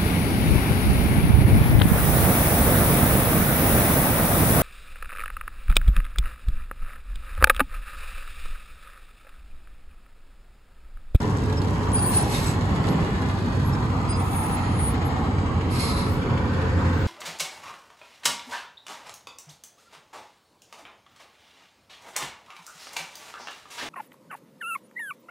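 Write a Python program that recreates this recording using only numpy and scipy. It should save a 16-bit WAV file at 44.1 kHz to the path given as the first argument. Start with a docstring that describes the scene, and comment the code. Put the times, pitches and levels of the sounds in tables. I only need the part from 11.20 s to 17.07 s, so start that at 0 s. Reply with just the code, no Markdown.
"""The engine of a heavy refuse truck rumbles, drones and clatters as it creeps along a suburban street.
Noise pulsed at the firing rate makes the engine; wavering partials make the drone, and moving resonances the gears.
Brakes groan as resonant noise, squeal as trembling tones and let off air twice as shaped noise; the truck pulls away.
Grit cracks under the tyres as short noise bursts; other vehicles cross ahead as swells of noise and falling notes.
A hand-held phone hears it all with two ports."""
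import sys
import numpy as np
from scipy import signal
from scipy.fft import rfft, irfft
from scipy.io import wavfile
from scipy.ndimage import map_coordinates

SR = 44100
rng = np.random.default_rng(int(sys.argv[2]) if len(sys.argv) > 2 else 0)


def unload_wav(signal):
    """Save mono or channel-first audio to the path in sys.argv[1] as 16-bit WAV at rate SR, clipped to [-1, 1]."""
    wavfile.write(
        sys.argv[1],
        SR,
        np.round(np.clip(np.atleast_2d(signal).T, -1, 1) * 32767).astype(np.int16),
    )


N = 258864
TIME = np.arange(N) / SR
FREQS = np.maximum(np.fft.rfftfreq(N, 1 / SR), 1)

# bites of the brakes: hardest_grip_s, half_duration_s, grip (0-1), drum_groan_db
BRAKE_BITES = [(.95, 0.19, 0.7, -36.5), (1.653, 0.44, 0.76, -56), (3.296, 0.36, 0.76, -39),
               (3.93, 0.19, 0.33, -37.5)]


def undb(db):
    """Logarithmic level: decibels become an amplitude gain."""
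    return 10 ** (np.asarray(db) / 20)


def unit(x):
    """Power normalisation: scale to an rms of one."""
    return x / np.sqrt(np.mean(x ** 2))


def curves(table):
    """Linear interpolation: the columns of a time table, one value a sample."""
    seconds, *columns = np.transpose(table)
    return [np.interp(TIME, seconds, column) for column in columns]


def ramp(start, end):
    """Raised-cosine transition: a smooth rise from 0 to 1 between two times."""
    progress = np.clip((TIME - start) / (end - start), 0, 1)
    return np.sin(np.pi / 2 * progress) ** 2


def swell(peak_s, half_s):
    """Gaussian envelope: reaches 1 at its peak and 1/e at half_s to either side."""
    return np.exp(-((TIME - peak_s) / half_s) ** 2)


def over_freq(table):
    """Logarithmic frequency scale: join (Hz, value) points on it."""
    hz, value = np.transpose(table)
    return np.interp(np.log(FREQS), np.log(hz), value)


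def colour(x, spectrum):
    """Spectral filtering: shape a sound by a spectrum; white noise keeps its level."""
    gain = unit(undb(over_freq(spectrum)))
    return irfft(rfft(x) * gain, N)


def walk(rate):
    """Band-limited chance: random knots, 2 * rate a second, joined by lines and scaled to a spread of one."""
    knots = rng.standard_normal(N // 100)
    return unit(np.interp(2 * rate * TIME, np.arange(len(knots)), knots))


def air():
    """Interaural coherence: mixing mid and side white noise sets how alike the two channels are at each frequency."""
    # likeness of the two ears: frequency_hz, correlation
    likeness = [(60, 0.94), (250, 0.94), (500, 0.8), (850, 0.62), (1400, 0.11), (1900, -0.41), (2500, 0.45),
                (3300, -0.23), (4500, 0.093), (6000, -0.44)]
    mid, side = rfft(rng.standard_normal((2, N)))
    correlation = np.clip(over_freq(likeness), -.99, .99)
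    common = mid * np.sqrt((1 + correlation) / 2)
    opposed = side * np.sqrt((1 - correlation) / 2)
    return irfft(common + np.array([[1], [-1]]) * opposed, N)


def scatter(x, t60):
    """Exponential reverberant decay: dense reflections from the road, the truck body and the house fronts."""
    tail = (air() * undb(-60 * TIME / t60))[:, :SR]
    tail /= np.sqrt(np.sum(tail ** 2) / 2)
    return signal.fftconvolve(np.atleast_2d(x), tail, axes=1)[:, :N]


def turns(hz):
    """Phase as the integral of frequency: cycles completed at a moving rate."""
    return np.cumsum(hz) / SR


def puffs(phase, decay):
    """Periodic impulsive excitation: a burst at each whole cycle, decaying by e in a given part of it."""
    return np.exp(-(phase % 1) / decay)


def ragged(x, depth_db, spacing_hz, drift=2):
    """Interference: echoes off panels and road add drifting peaks and dips, others for each ear."""
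    hz, seconds, cells = signal.stft(x, SR, nperseg=4096)
    place = np.meshgrid(hz / spacing_hz, seconds * drift, indexing="ij")
    fields = rng.standard_normal(size=(2, 1200, 40))
    heights = np.array([map_coordinates(field, place, order=1, mode="wrap") for field in fields])
    gain = unit(undb(depth_db * np.tanh(heights)))
    return signal.istft(cells * gain, SR)[1][:, :N]


def rush(hz, width_hz):
    """Turbulent excitation of a resonance: low-passed noise is shifted to a centre that may move."""
    pole = np.exp(-2 * np.pi * width_hz / SR)
    slow = signal.lfilter([1], [1, -2 * pole, pole ** 2], rng.standard_normal((2, 2, N)))
    phase = 2 * np.pi * turns(hz * np.ones(N))
    mid, side = slow[0] * np.cos(phase) + slow[1] * np.sin(phase)
    return unit(mid + np.array([[.7], [-.7]]) * side)


def engine(load, grip, firing_depth=1.0, unsteady_db=1.48):
    """Amplitude modulation by combustion: six cylinders fire three times a turn; knocks and taps clatter."""
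    # level of the body's boom: time_s, level_db
    boom_level = [(0, -34.5), (1.1, -33.5), (1.5, -38), (1.7, -30), (2.15, -38), (3.7, -38.5), (4.6, -35.5),
                  (5.2, -33), (5.87, -34)]
    # spectra of exhaust rumble, body boom, whirr and valve clatter: frequency_hz, relative_db_per_hz
    rumble_spectrum = [(20, -43), (30, -15), (38, -11.5), (60, 1.5), (85, -0.5), (125, 2), (160, -2),
                       (205, -4), (250, -4.5), (310, -7.5), (390, -16), (550, -79)]
    boom_spectrum = [(220, -31), (340, -4), (430, 5), (500, 1.5), (620, -7), (780, -9), (1100, -82)]
    whirr_spectrum = [(450, -8), (640, -9), (790, -2.5), (1000, 1), (1250, -4), (1550, -15.5),
                      (2200, -24.5), (4000, -53)]
    clatter_spectrum = [(800, -30), (1400, 0.5), (1850, 3), (2400, -4.5), (3000, -5.5), (3600, -8.5),
                        (4500, -10.5), (5600, -18.5), (8000, -19), (11000, -28.5), (13000, -42),
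                        (15000, -68)]

    idle_hz, load_sag_hz = 13.4, .95
    crank = turns((idle_hz - load_sag_hz * load) * (1 + .012 * walk(3)))
    firing = unit(1 + firing_depth * puffs(3 * crank, 1.0))
    rumble = colour(air() * firing, rumble_spectrum) * undb(-25 - .2 * load)
    boom = colour(air() * firing, boom_spectrum) * undb(curves(boom_level)[0])
    whirr_db = -35 + 1.8 * load + 2.5 * grip + unsteady_db * walk(6.5)
    whirr = colour(air(), whirr_spectrum) * undb(whirr_db)

    # one knock a turn from the air compressor, and two lighter valve taps
    taps = .36 * puffs(crank, .3) + .25 * puffs(2 * crank, .15)
    tap_scatter_db = 6 * np.tanh(walk(28))
    rattle = unit(1 + taps * undb(tap_scatter_db))
    clatter_db = -40.5 + 1.7 * load + 4 * grip
    clatter = colour(air() * rattle, clatter_spectrum) * undb(clatter_db)

    body = ragged(boom + whirr, depth_db=6.0, spacing_hz=23.91, drift=1.28)
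    return rumble + body + ragged(clatter, depth_db=7.5, spacing_hz=69.26, drift=3.524)


def drone(load, waver=0.0121, rough_db=2.5):
    """Additive synthesis: wavering partials of a low note that sags as the truck creeps, and again under load."""
    # level of the whole note: time_s, level_db
    drone_level = [(0, -34.5), (.5, -26.5), (1, -36), (1.25, -30.5), (3.7, -30.5), (4.2, -27), (5.2, -32),
                   (5.45, -24.5), (5.87, -25.5)]
    # partials: multiple_of_pitch, relative_level_db
    partial_table = [(.68, -10.5), (.87, -5), (1, 2), (1.5, -19), (2, -11.5), (2.66, -11), (3.08, -13)]
    pitch_hz = 97.37 - 6.3 * ramp(1.8, 3.7) - 2.615 * load
    note = np.zeros(N)
    for multiple, part_db in partial_table:
        gain = undb(part_db + rough_db * walk(17.0))
        cycles = turns(multiple * pitch_hz * (1 + waver * walk(6.83)))
        note += gain * np.sin(2 * np.pi * cycles)
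    return note * undb(curves(drone_level)[0])


def driveline(load):
    """Narrow-band noise: gear mesh follows road speed and drive; load adds intake roar, fan wash and turbo hiss."""
    # gear mesh: time_s, centre_hz, level_db
    gear_mesh = [(1.8, 1105, -73), (2.8, 1226, -39), (3.4, 1284, -41), (4.3, 1250, -51), (4.7, 1265, -41.5),
                 (5.3, 1505, -45), (5.87, 1516, -46)]
    gear_hz, gear_db = curves(gear_mesh)
    gears = rush(gear_hz, width_hz=86) * undb(gear_db)
    # centres rise and levels grow with load; the decibels are those at full load
    intake = rush(1190 + 260 * load, width_hz=280) * load * undb(-41)
    turbo = rush(3910 + 900 * load, width_hz=1600) * load ** 2 * undb(-54)
    fan = rush(2350, width_hz=370) * load * undb(-50.5)
    return gears + intake + fan + turbo


def brake_drag(load, grain_db=4.0, loose_db=-72):
    """Dry friction: linings scrape with a grainy hiss; drums groan faintly until the pull, and more as they bite."""
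    # scrape of the linings: frequency_hz, relative_db_per_hz
    scrape_spectrum = [(3000, -6), (5500, 7), (7000, 1), (8500, 2.5), (11000, -4.5), (13000, -10),
                       (15000, -71)]
    fading = undb(-51.5 - 1.6 * TIME)  # the shoes drag ever more lightly
    contact = fading * (1 - ramp(2.95, 4.5)) + undb(loose_db)
    grain = unit(undb(grain_db * walk(250)))
    scrape = colour(air() * grain, scrape_spectrum) * contact
    groan = undb(-42) * (1 - load)
    for peak_s, half_s, _, groan_db in BRAKE_BITES:
        groan = groan + undb(groan_db) * swell(peak_s, half_s)
    return scrape + rush(809, width_hz=112) * groan


def stick_slip(hz, size, waver=0.0016, flutter_db=2.3, rasp_db=1.2):
    """Self-excited friction: one drum mode sounds, trembling in pitch and level as the lining catches and slips."""
    t, knots = np.arange(len(hz)) / SR, np.arange(N // 100)
    tremble, flutter, rasp = (
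        np.interp(t * per_s, knots, rng.standard_normal(len(knots))) for per_s in (110, 70, 500))
    level = size * undb(flutter_db * flutter + rasp_db * rasp)
    return level * np.exp(2j * np.pi * turns(hz * (1 + waver * tremble)))


def squeals(edge=0.016, arch_db=8, wet_db=-11):
    """Modal radiation: one long squeal as the brakes bite, and short arched ones; their echoes beat against them."""
    # long squeal of the first bite: time_s, pitch_hz, level_db
    long_squeal = [(.731, 9030, -30), (.758, 9040, -21.5), (.8, 9075, -32), (.865, 9085, -25),
                   (.935, 9100, -32), (.972, 9030, -21), (1.0, 9005, -33), (1.035, 8990, -32)]
    # short squeals: start_s, length_s, pitch_hz, glide_hz, upward_bend_in_middle_hz, peak_db
    short_squeals = [(.367, .03, 5210, 30, 50, -40), (.755, .052, 4900, -70, 30, -41.5),
                     (.82, .175, 14420, -100, 0, -38), (.845, .08, 8325, -17, 10, -38),
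                     (1.21, .07, 14600, 30, 0, -50), (1.69, .05, 11320, 0, 0, -53),
                     (2.445, .06, 11300, 0, 0, -50), (2.525, .03, 5160, 30, 50, -47),
                     (2.878, .1, 4950, 0, 90, -43), (2.888, .04, 8770, 30, 0, -32),
                     (2.955, .075, 8825, 40, 0, -39), (2.99, .42, 13950, 210, 0, -45),
                     (3.02, .1, 8860, 50, 0, -46), (3.03, .34, 11870, -150, 0, -55),
                     (3.09, .22, 9320, 25, 0, -37), (3.11, .18, 9105, 60, -15, -31.5),
                     (3.125, .1, 11320, -20, 0, -53), (3.28, .095, 9200, 45, 0, -37),
                     (3.28, .45, 9352, 30, 0, -44), (3.58, .16, 13730, 65, 20, -44.5),
                     (3.585, .125, 9060, 45, 10, -30), (3.595, .13, 10585, 65, 0, -39.5),
                     (3.65, .1, 12990, 20, 0, -53), (3.85, .04, 11300, 0, 0, -48),
                     (4.88, .1, 14590, -15, 0, -54), (5.7, .2, 15490, 0, 0, -60)]
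    hz, db = curves(long_squeal)
    first, last = long_squeal[0][0], long_squeal[-1][0]
    rise = ramp(first - edge / 2, first + edge / 2)
    fall = 1 - ramp(last - edge / 2, last + edge / 2)
    out = stick_slip(hz, undb(db) * rise * fall)
    for start, length, pitch_hz, glide_hz, bend_hz, peak_db in short_squeals:
        span = (TIME > start - edge) & (TIME < start + length + edge)
        t = TIME[span] - start
        hold = np.clip(np.minimum(t, length - t) / edge + .5, 0, 1)
        slack = (2 * t / length - 1) ** 2  # 0 in the middle, 1 at the ends
        hz = pitch_hz + glide_hz * t / length - bend_hz * slack
        size = undb(peak_db - arch_db * slack) * np.sin(np.pi / 2 * hold) ** 2
        out[span] += stick_slip(hz, size)
    # the two ears hear the tones a quarter cycle apart
    direct = np.sqrt(2) * np.array([out.real, out.imag])
    return direct + undb(wet_db) * scatter(direct, 0.16)


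def jet(spurts, shut_s, sag_db_per_s, close_s):
    """Pressure discharge: each spurt swells, sags as the pressure drops, and dies when the port shuts."""
    hiss = 0
    for start, rise, db in spurts:
        opening = np.clip((TIME - start) / rise, 0, 1)
        spent = np.maximum(TIME - start - rise, 0)
        hiss = np.hypot(hiss, opening * undb(db - sag_db_per_s * spent))
    return hiss * np.exp(-np.maximum(TIME - shut_s, 0) / close_s)


def whistles():
    """Flow-excited resonance: escaping air sounds the ports in short, breathy notes, most of them sliding."""
    # whistles: peak_s, half_duration_s, pitch_hz, slide_hz (either way), width_hz, level_db
    port_notes = [(0.855, .035, 4570, 290, 150, -45), (.95, 0.029, 4300, -150, 220, -47),
                  (1.157, 0.021, 3720, -21, 85, -35.5), (1.15, .06, 8800, 1, 110, -42),
                  (1.155, 0.038, 10480, -2, 120, -50), (1.243, 0.022, 3790, -30, 130, -45),
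                  (1.27, 0.037, 8800, 0, 330, -50), (1.282, 0.044, 7800, 82, 220, -40),
                  (4.645, .06, 4230, -70.5, 110, -39.5), (4.68, 0.12, 4960, -100, 330, -46),
                  (4.785, 0.081, 4050, -59.5, 200, -40), (4.78, .07, 8900, 0, 120, -49),
                  (4.78, 0.059, 10540, 2, 90, -49)]
    out = np.zeros((2, N))
    for peak_s, half_s, pitch_hz, slide_hz, width_hz, db in port_notes:
        hz = pitch_hz + slide_hz * np.tanh((TIME - peak_s) / half_s)
        out += rush(hz, width_hz) * undb(db) * swell(peak_s, half_s)
    return out


def air_brakes(flutter_db=1.4, wet_db=-3.0):
    """Turbulent jet noise: compressed air rushes through two ports, each with its own colour, and whistles."""
    # spurts from the brake valve, then from the exhaust port: start_s, rise_s, level_db
    valve_spurts = [(.9, 0.035, -34.5), (1.075, 0.06, -32.5), (1.205, 0.07, -38.5)]
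    vent_spurts = [(4.495, 0.049, -35.5), (4.578, 0.024, -31.5), (4.73, 0.05, -42.5)]
    # their spectra: frequency_hz, relative_db_per_hz
    valve_spectrum = [(900, -20), (1600, 4.5), (2200, 1), (3100, -0.5), (4000, 2), (5000, -1), (5900, -1),
                      (7000, -5), (7900, 0.5), (9000, -1), (10000, -3), (11000, -3), (12600, -14),
                      (13700, -11.5), (14500, -24), (15500, -36)]
    vent_spectrum = [(1200, -32), (2100, -2), (3200, -11), (4200, -2.5), (5200, -7), (6000, -14.5),
                     (7300, -15.5), (8500, -6), (9600, -10), (10700, -5.5), (12400, -26), (13700, -25),
                     (15500, -52)]

    hiss = jet(valve_spurts, shut_s=1.308, sag_db_per_s=53, close_s=0.032)
    sputter = undb(1.5 * walk(120))
    valve = colour(air(), valve_spectrum) * hiss * sputter
    valve = ragged(valve, depth_db=4.0, spacing_hz=166.6, drift=13.7)

    hiss = jet(vent_spurts, shut_s=4.97, sag_db_per_s=66, close_s=0.1)
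    flutter = undb(flutter_db * walk(29))
    vent = colour(air(), vent_spectrum) * hiss * flutter
    vent = ragged(vent, depth_db=5.0, spacing_hz=85.4, drift=5.6)
    return valve + vent + undb(wet_db) * scatter(valve + vent, 0.1) + whistles()


def grit(decay=0.0035, wet_db=-8, count=14):
    """Impulsive fracture: stones snap under the tyres in cracks of a few milliseconds, with finer ones at random."""
    # loudest cracks: time_s, level_db
    loud_cracks = [(.018, -31), (.029, -31.5), (.185, -36), (.303, -43), (.327, -31), (.418, -29.5),
                   (.473, -34), (.484, -34), (.633, -34), (.752, -34), (.793, -29), (1.41, -33),
                   (1.561, -32.5), (1.67, -31), (1.681, -34), (1.687, -29), (1.848, -35), (2.02, -31.5),
                   (2.088, -34), (2.19, -36), (2.535, -37), (3.132, -36), (3.65, -42)]
    # crack: frequency_hz, relative_db_per_hz
    crack_spectrum = [(800, 10.5), (2500, -17), (4000, 6.5), (5000, -3), (6000, -2.5), (8000, -5.5),
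                      (11000, -8.5), (15000, -41)]
    fine_s = 2.3 * rng.random(count)
    fine_db = -47 + 4 * rng.uniform(-1, 1, count)
    snaps = np.zeros(N)
    for s, db in [*loud_cracks, *zip(fine_s, fine_db)]:
        snaps[int(s * SR)] += undb(db)
    envelope = signal.lfilter([1], [1, -np.exp(-1 / (decay * SR))], snaps)
    direct = colour(air() * envelope, crack_spectrum)
    return direct + undb(wet_db) * scatter(direct, 0.22)


def traffic(glide=.011):
    """Doppler shift: each vehicle swells as it clears the cab; its rough note falls, the more the faster it goes."""
    # vehicles crossing ahead: passing_s, half_duration_s, tyre_db, note_hz, note_db
    passing_vehicles = [(0.21, 0.44, -53, 431, -48), (1.007, 0.25, -32.5, 234, -41),
                        (1.727, .12, -30, 174.3, -24), (2.508, .17, -58, 140.9, -31.5),
                        (5.067, 0.42, -36, 553.5, -43.5)]
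    # tyre noise: frequency_hz, relative_db_per_hz
    tyre_spectrum = [(60, -30), (150, 10), (220, 5.5), (330, 4.5), (520, -12), (700, -26), (1100, -25),
                     (2000, -38), (5000, -47)]
    tyres, notes = np.zeros(N), np.zeros(N)
    for passing_s, half_s, tyre_db, note_hz, note_db in passing_vehicles:
        place = (TIME - passing_s) / half_s
        near = 1 / (1 + place ** 2)
        pitch = note_hz * (1 - glide * np.tanh(place / 2) / half_s ** 2 / 4)
        tone = np.sin(2 * np.pi * turns(pitch))
        roughness = .85 * rush(pitch, width_hz=22).mean(axis=0)
        tyres += undb(tyre_db) * near
        notes += undb(note_db) * near * (tone + roughness)
    return tyres * colour(air(), tyre_spectrum) + notes


def scene():
    """Superposition: load and grip drive the truck, the street is added, and the bass leans to the right."""
    load = ramp(4.5, 5.6)  # pulling away
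    grip = sum(strength * swell(peak_s, half_s) for peak_s, half_s, strength, _ in BRAKE_BITES)
    truck = engine(load, grip) + drone(load) + driveline(load)
    truck = truck + brake_drag(load) + squeals() + air_brakes()
    pan_db = 1.7 / (1 + (FREQS / 200) ** 2)  # level difference between the ears
    pan = undb(np.array([[-.5], [.5]]) * pan_db)
    return irfft(rfft(truck + grit() + traffic()) * pan, N)


def record(dry):
    """Phase delay: one port's treble feeds both sides with a small lag between them; the top is cut."""
    split_hz, zero_phase_hz, hz_per_turn = 6200, 6880, 4500
    top_hz, fade_s = 15550, .004
    both = rfft(dry * ramp(0, fade_s) * (1 - ramp(N / SR - fade_s, N / SR)))
    phase = -2 * np.pi * (FREQS - zero_phase_hz) / hz_per_turn
    both[1] = np.where(FREQS > split_hz, both[0] * np.exp(-1j * phase), both[1])
    low_pass = signal.ellip(8, .2, 70, top_hz, fs=SR, output="sos")
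    return signal.sosfilt(low_pass, irfft(both, N))


dry = scene()
out = record(dry)
unload_wav(out)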